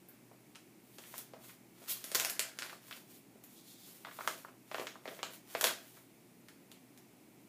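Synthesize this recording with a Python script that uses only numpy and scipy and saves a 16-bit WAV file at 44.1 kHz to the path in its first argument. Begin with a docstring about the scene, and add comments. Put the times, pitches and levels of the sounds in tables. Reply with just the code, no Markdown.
"""Sticker sheets shuffled in plastic sleeves

Hands shuffle sticker sheets in sleeves on a desk in a small, quiet room. Sliding film and card are noise with
tiny random slips; stiff sheets buckle with dull damped swings, and the film snaps in short bursts of cracks.
A paper page is nudged across the mat with a soft glide, and the lifted stack bumps the desk once.
The room answers the handling with an echo and a noise tail, over a quiet murmur and a low hum."""
import sys
import numpy as np
from scipy import signal
from scipy.fft import rfft, irfft, next_fast_len
from scipy.io import wavfile
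from scipy.ndimage import uniform_filter1d, map_coordinates

SR = 44100
rng = np.random.default_rng(int(sys.argv[2]) if len(sys.argv) > 2 else 0)


def wav_record(signal):
    """Record a signal, one row per channel, as 16-bit PCM in the file named by sys.argv[1]."""
    frames = np.transpose(np.atleast_2d(signal))
    bounded = np.clip(frames, -1, 1)
    # unit amplitude maps onto the largest positive 16-bit level
    quanta = np.round(bounded * 32767).astype(np.int16)
    wavfile.write(sys.argv[1], SR, quanta)


N = 329868  # length of the scene in samples
TOP_HZ = 15500  # upper limit of the cracks and of the microphone


def amp(db):
    """Decibels to gain."""
    return 10 ** (np.asarray(db) / 20)


def unit(x):
    """Scaled to rms 1."""
    return x / np.sqrt(np.mean(x ** 2) + 1e-20)


def along(points, hz):
    """Values between (Hz, value) points, read on a logarithmic pitch axis."""
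    f, v = np.transpose(points)
    return np.interp(np.log(hz + 1), np.log(f + 1), v)


def wander(rate):
    """A smooth random curve through a given number of random points a second."""
    points = rng.standard_normal(int(N * rate / SR) + 4)
    return map_coordinates(points, [np.arange(N) * rate / SR])


def filtered(x, response):
    """The sound x with each frequency multiplied by response(Hz)."""
    m = next_fast_len(len(x) + SR // 4)
    spectrum = rfft(x, m) * response(np.fft.rfftfreq(m, 1 / SR))
    return irfft(spectrum, m)[:len(x)]


def coloured(x, spectrum):
    """The sound x filtered by a table of (Hz, dB), at rms 1."""
    return unit(filtered(x, lambda hz: amp(along(spectrum, hz))))


def causal(gain):
    """The minimum-phase impulse response of a gain curve: its energy comes as early as possible."""
    cepstrum = irfft(np.log(np.maximum(gain, 1e-6)))
    half = len(cepstrum) // 2
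    # fold the second half onto the first, so nothing sounds before the blow
    cepstrum[1:half] *= 2
    cepstrum[half + 1:] = 0
    return irfft(np.exp(rfft(cepstrum)))


def sleeves():
    """Sliding sleeves: film hisses and card scrapes under the same uneven stroke."""
    # One sleeve slides over another. Each row: time of greatest speed in seconds, length in seconds,
    # hiss of the film in dB, scrape of the card in dB, both before the mix below.
    strokes = [(0.98, 0.4, -61.5, -78), (1.11, 0.31, -54.5, -60.5), (1.18, 0.11, -49, -51),
               (1.475, 0.19, -54.5, -58), (1.87, 0.3, -58.5, -56), (1.91, 0.072, -32, -43.5),
               (2.07, 0.49, -52.5, -53), (2.23, 0.22, -52, -39.5), (2.665, 0.27, -68, -49.5),
               (2.925, 0.29, -55.5, -55.5), (3.13, 0.18, -56.5, -66), (3.52, 0.21, -58.5, -86),
               (3.92, 0.34, -55.5, -62.5), (4.27, 0.53, -53.5, -54), (4.8, 0.31, -55.5, -54.5),
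               (5.13, 0.23, -58, -55.5), (5.335, 0.081, -51, -49.5), (5.56, 0.25, -51, -50.5),
               (5.67, 0.12, -56, -40), (5.9, 0.43, -59.5, -64.5)]
    # Colour of the film's hiss. Each row: frequency in Hz, relative level in dB per Hz.
    film_colour = [(1200, -18), (3200, -2.5), (6300, -4.5), (14000, 0)]
    # Colour of the card's scrape. Each row: frequency in Hz, relative level in dB per Hz.
    card_colour = [(100, -48), (300, -7), (600, 0), (1400, -2), (3200, -4.5), (5000, -7), (16000, -11)]
    hiss, scrape = friction(strokes)
    unevenness = amp(1.6 * wander(60))
    film = hiss * coloured(grit(rate=3500, spread_db=3, smooth=.4), film_colour)
    card = scrape * coloured(grit(rate=400, spread_db=5, smooth=.3), card_colour)
    return unevenness * (amp(-5) * film + amp(-6.5) * card)


def friction(rows):
    """The hand speeds up and slows down smoothly in every stroke: one gain per sample for each dB column."""
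    rise = 0.54  # share of a stroke spent speeding up
    friction_power = 0.79  # friction amplitude grows as this power of speed
    t, power = np.arange(N) / SR, 0
    for s, length, *dbs in rows:
        ramp = np.interp(t, [s - rise * length, s, s + (1 - rise) * length], [0, 1, 0])
        speed = np.sin(np.pi / 2 * ramp) ** 2
        power = power + np.outer(amp(dbs), speed ** friction_power) ** 2
    return np.sqrt(power)


def grit(rate, spread_db, smooth):
    """Friction: tiny slips of uneven size at random moments (rate a second), on a bed of smooth noise."""
    size = amp(spread_db * np.clip(rng.standard_normal(N), -2, 2))
    slips = (rng.random(N) < rate / SR) * rng.choice([-1, 1], N) * size
    return unit(slips) + smooth * rng.standard_normal(N)


def buckles():
    """Stiff sheets buckle or land with a dull pop: the harder a sheet buckles, the sooner it is over."""
    # Each row: start in seconds, level of the swings in dB, pitch of the swings in Hz, level of the dull
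    # crack in dB; both levels before the mix.
    rows = [(0.3128, -51.5, 716, -67), (0.9838, -51, 570, -60), (1.1395, -43, 930, -50),
            (1.335, -42.5, 550, -53.5), (1.817, -53.5, 600, -60), (2.1172, -44, 497, -63),
            (2.1546, -37, 455, -50), (2.7275, -43.5, 1010, -61), (2.9261, -42, 2760, -60),
            (3.355, -56, 470, -69), (4.048, -41, 1040, -43.5), (4.069, -42.5, 890, -55),
            (4.0846, -47.5, 1160, -56), (4.111, -49.5, 1480, -54), (4.1878, -37.5, 940, -50),
            (4.2071, -38, 1230, -51), (4.247, -46.5, 1280, -65), (4.2753, -24.5, 1225, -49),
            (4.4479, -41, 1050, -68), (4.482, -48.5, 920, -58), (4.7136, -38, 690, -43.5),
            (4.7446, -35, 660, -34.5), (4.7815, -36, 710, -43), (4.7962, -35, 483, -39),
            (4.9552, -45.5, 940, -70), (5.0552, -39, 620, -44.5), (5.0772, -38, 488, -41),
            (5.129, -49, 600, -58), (5.19, -45, 550, -46), (5.2301, -33.5, 804, -35.5),
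            (5.5499, -28, 695, -33.5), (5.611, -33.5, 1240, -47), (5.6288, -33, 665, -46),
            (5.6424, -27.5, 606, -37), (5.969, -55.5, 970, -59)]
    # burst length, the level it holds for, extra level that halves it
    t60_s, ref_db, halving_db = 0.031, -44.5, 17.5
    tilt_db = -27  # treble tilt of the crack, per octave
    events = []
    for s, flex_db, flex_hz, crack_db in rows:
        t60 = t60_s * 2 ** ((ref_db - flex_db) / halving_db)
        events.append((s, flex_db, flex_hz, crack_db, tilt_db, t60))
    return pops(events, flex_q=0.97)


def snaps():
    """The film snaps, singly or in a run from a dragged edge; each snap also swings the sheet a little."""
    # Each row: start in seconds, level of the crack in dB before the mix, treble tilt in dB per octave.
    single = [(0.0866, -50, 21), (0.5496, -54.5, -18), (0.5559, -48, -14), (0.9841, -47, -6.5),
              (1.0375, -52, -29), (1.1803, -39, 5.5), (1.495, -51.5, -31), (2.0416, -38.5, -3),
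              (2.1164, -38, -4), (2.1537, -26, -7), (2.3941, -25.5, -6), (2.588, -35.5, -10.5),
              (2.622, -35.5, -16), (2.6963, -44, -28), (2.9102, -42, -34), (3.4384, -50.5, 4),
              (4.2755, -31.5, -5), (4.8695, -37, -19), (5.2301, -37, -12), (5.6109, -28, -1),
              (5.6419, -20.5, -7.5), (5.6699, -28.5, -7), (6.4848, -50.5, -10), (6.7161, -49.5, -6),
              (6.9756, -55, -1)]
    # burst length, the level it holds for, extra level that halves it
    t60_s, ref_db, halving_db = 0.015, -39, 31
    flex_db, flex_hz = -16, 530  # the sheet's swing: level against the crack, pitch
    # a sleeve's edge, dragged over the stack, catches and snaps free at even intervals, ever more weakly
    drag_at_s, drag_gap_s = 2.1485, 0.0499
    drag_db, drag_loss_db, drag_tilt_db = -24.5, 2.5, -2  # first snap, loss per snap, tilt per octave
    run = [(drag_at_s + k * drag_gap_s, drag_db - k * drag_loss_db, drag_tilt_db) for k in range(4)]
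    events = []
    for s, db, tilt in single + run:
        t60 = t60_s * 2 ** ((ref_db - db) / halving_db)
        events.append((s, db + flex_db, flex_hz, db, tilt, t60))
    return pops(events, flex_q=0.84)


def pops(rows, flex_q, flex_top=1.82, flex_share=0.77, crack_low_hz=1300, knee_hz=4500,
         thud_db=-24, thud_low_hz=120, size=2048):
    """Each pop is a few damped swings of the sheet and a crack in the film: (swings, cracks)."""
    out, t = np.zeros((2, N + size)), np.arange(size) / SR
    hz = np.fft.rfftfreq(size, 1 / SR) + 1
    for s, flex_db, flex_hz, crack_db, tilt, t60 in rows:
        swing = 1 / (1 + (flex_q * (hz / flex_hz - flex_hz / hz)) ** 2)
        swing = swing / np.hypot(1, (hz / (flex_top * flex_hz)) ** 6)
        # the tilt acts on the treble above the knee
        crack = facet(hz) * amp(tilt * np.log2(np.hypot(1, hz / knee_hz)))
        crack = crack / np.sqrt(1 + (crack_low_hz / hz) ** 4)
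        # the crack also jolts the whole sheet a little
        thud = amp(thud_db) / (1 + hz / flex_hz) / (1 + thud_low_hz / hz)
        crack = (crack + thud) / np.sqrt(1 + (hz / TOP_HZ) ** 20)
        swing_layer, crack_layer = out
        for layer, db, colour, life in ((swing_layer, flex_db, swing, flex_share * t60),
                                        (crack_layer, crack_db, crack, t60)):
            blow = unit(signal.fftconvolve(fracture(t, life), causal(colour))[:size])
            # a level counts the energy as if packed into 2 ms
            layer[int(s * SR):][:size] += amp(db) * blow * np.sqrt(.002 * SR / size)
    return out[:, :N]


def fracture(t, t60, snap=1, rise=0.014):
    """A burst of microscopic cracks with an even spectrum; a long one also starts more softly."""
    burst = rng.standard_normal(len(t)) * amp(-60 * t / t60) * (1 - np.exp(-t / (rise * t60)))
    burst[0] += snap
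    # even out the spectrum
    power = np.abs(uniform_filter1d(np.abs(rfft(burst)) ** 2, size=9))
    return signal.fftconvolve(burst, causal(power ** -.5))[:len(t)]


def facet(hz, depth_db=2.2, per_octave=3):
    """Every patch of film has its own broad resonances: a random gain curve."""
    octaves = np.log2(1 + hz / 500)
    return amp(depth_db * map_coordinates(rng.standard_normal(32), [per_octave * octaves]))


def crinkle(cracks, settle_s=0.03, crinkle_db=-11, count=5):
    """After each crack several creases settle in a dwindling spatter of small cracks, each with its own colour."""
    # Colour of the small cracks. Each row: frequency in Hz, relative level in dB per Hz.
    crease_colour = [(200, -59), (700, 16.5), (3000, 0.5), (15000, -4.5)]
    keep = np.exp(-1 / (settle_s * SR))
    strain = np.sqrt(signal.lfilter([1 - keep], [1, -keep], cracks ** 2))
    hz, t = np.fft.rfftfreq(512, 1 / SR), np.arange(512) / SR
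    ticks = np.zeros(N)
    for _ in range(count):
        tick = np.convolve(fracture(t, t60=0.0043), causal(facet(hz) ** 3))
        ticks += signal.fftconvolve(grit(rate=35, spread_db=3, smooth=0), unit(tick))[:N]
    return amp(crinkle_db) * strain * coloured(ticks, crease_colour)


def bending(swings):
    """The slow swings of a buckle set the whole sheet rumbling with small soft buckles that die away."""
    # Colour of the rumble. Each row: frequency in Hz, relative level in dB per Hz.
    wobble_colour = [(90, -45), (220, -6), (650, 0.5), (900, -6), (2000, -18.5), (6000, -39)]
    wobble_db, wobble_t60_s = -1.5, 0.37  # level against the strain, decay time
    below_hz = 720  # mostly swings below this pitch feed the wobble
    keep = np.exp(-2 * np.log(1000) / (wobble_t60_s * SR))
    slow = signal.sosfilt(signal.butter(N=4, Wn=below_hz, fs=SR, output="sos"), swings)
    strain = np.sqrt(signal.lfilter([1 - keep], [1, -keep], slow ** 2))
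    return amp(wobble_db) * strain * coloured(grit(rate=200, spread_db=3, smooth=0.13), wobble_colour)


def page():
    """A finger pushes the paper page over the cutting mat: dense small slips make a soft glide."""
    # Each row: time of greatest speed in seconds, length in seconds, level in dB before the mix below.
    pushes = [(3.585, 0.12, -60), (3.705, 0.19, -56), (3.84, 0.2, -58)]
    # Colour of the glide. Each row: frequency in Hz, relative level in dB per Hz.
    paper_colour = [(500, -34), (1600, -15), (3000, -6.5), (3400, 2), (6000, -3.5), (15000, -5)]
    glide = grit(rate=3000, spread_db=4, smooth=1)
    return amp(-3.5) * friction(pushes)[0] * coloured(glide, paper_colour)


def thump(at_s=2.149, thump_db=-54, t60=0.29, peak_hz=170):
    """The lifted stack bumps the desk, which answers with a dull thud: low noise that dies away."""
    since = np.maximum(np.arange(N) / SR - at_s, 0)
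    noise = rng.standard_normal(N)
    boom = unit(filtered(noise, lambda hz: (hz / peak_hz) ** 2 / (1 + (hz / peak_hz) ** 2) ** 2))
    return (since > 0) * amp(thump_db - 60 * since / t60) * boom


def body(x, size=4096):
    """Sheets and desk resonate, which favours a few pitches and holds one broad band back."""
    # Each row: centre in Hz, width in Hz, boost (or cut) in dB.
    resonances = [(513, 32, 1.5), (606, 9, 7), (685, 13, 5.5), (808, 270, -4), (1275, 126, 2),
                  (3330, 150, 2.5), (6800, 600, 1.5)]
    hz = np.fft.rfftfreq(size, 1 / SR)
    gain_db = sum(db / (1 + (2 * (hz - centre) / width) ** 2) for centre, width, db in resonances)
    return signal.fftconvolve(x, causal(amp(gain_db)))[:N]


def room(x, echo_s=.0076, echo_db=-7, build_s=0.0021, count=6):
    """The room's answer: one near surface echoes, then a diffuse tail that differs from spot to spot on the sheet."""
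    # How long the tail lasts. Each row: frequency in Hz, time to fall by 60 dB in seconds.
    tail_times = [(200, 0.37), (700, 0.23), (5000, 0.33), (15000, 0.2)]
    # Strength of the tail. Each row: frequency in Hz, level in dB.
    tail_levels = [(200, -5), (1000, -3), (4000, -1.5), (14000, 1.5)]
    out = amp(echo_db) * np.pad(x, (int(echo_s * SR), 0))[:N]
    spot = np.arange(N) // (SR // 100) % count  # the next spot every 10 ms
    for k in range(count):
        hz, t, z = signal.stft(rng.standard_normal(SR // 2), SR, nperseg=256)
        decay = amp(-60 * t / along(tail_times, hz)[:, None]) * (1 - np.exp(-t / build_s))
        energy = np.mean(decay ** 2, axis=1, keepdims=True) * SR / 2
        decay *= amp(along(tail_levels, hz))[:, None] / np.sqrt(energy)
        tail = signal.istft(z * decay, SR, nperseg=256)[1]
        # fade smoothly from spot to spot
        share = np.sin(np.pi / 2 * uniform_filter1d(1. 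* (spot == k), size=200))
        out += signal.fftconvolve(x * share, tail)[:N]
    return out


def background(air_db=-61.5):
    """Ventilation murmur and faint hiss are coloured noise; the hum is sines wavering in level and phase."""
    # Steady hum. Each row: frequency in Hz, middle level in dB.
    hum_tones = [(59.6, -97.5), (122.5, -75.5)]
    # Colour of murmur and hiss. Each row: frequency in Hz, relative level in dB per Hz.
    quiet_colour = [(25, -42), (50, -20), (95, -21), (122, -4.5), (148, -6.5), (175, -1), (270, -0.5),
                    (355, -2), (500, -13), (780, -13.5), (1100, -19.5), (1650, -22), (2250, -17),
                    (3200, -24.5), (5200, -25.5), (9500, -24), (15000, -24.5)]
    t, hum = np.arange(N) / SR, 0
    for hz, db in hum_tones:
        level = amp(db + 2 * wander(5.3)) * np.sqrt(2)
        hum = hum + level * np.sin(2 * np.pi * hz * t + 0.71 * wander(18))
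    return hum + amp(air_db) * coloured(rng.standard_normal(N), quiet_colour)


def scene(flex_room_db=-4.0):
    """All handling sounds with the room's answer, then the desk thud and the background."""
    buckled = buckles()
    swings, cracks = amp(1) * (buckled + snaps())
    flex = body(swings + bending(buckled[0]))
    film = body(cracks + crinkle(cracks) + sleeves() + page())
    # a flexing sheet faces the microphone and sends less into the room
    answer = room(film + amp(flex_room_db) * flex)
    return (flex + film + answer + thump() + background())[None]


def record(dry):
    """The microphone keeps nothing above its band limit."""
    return np.array([filtered(x, lambda hz: hz < TOP_HZ) for x in dry])


dry = scene()
out = record(dry)
wav_record(out)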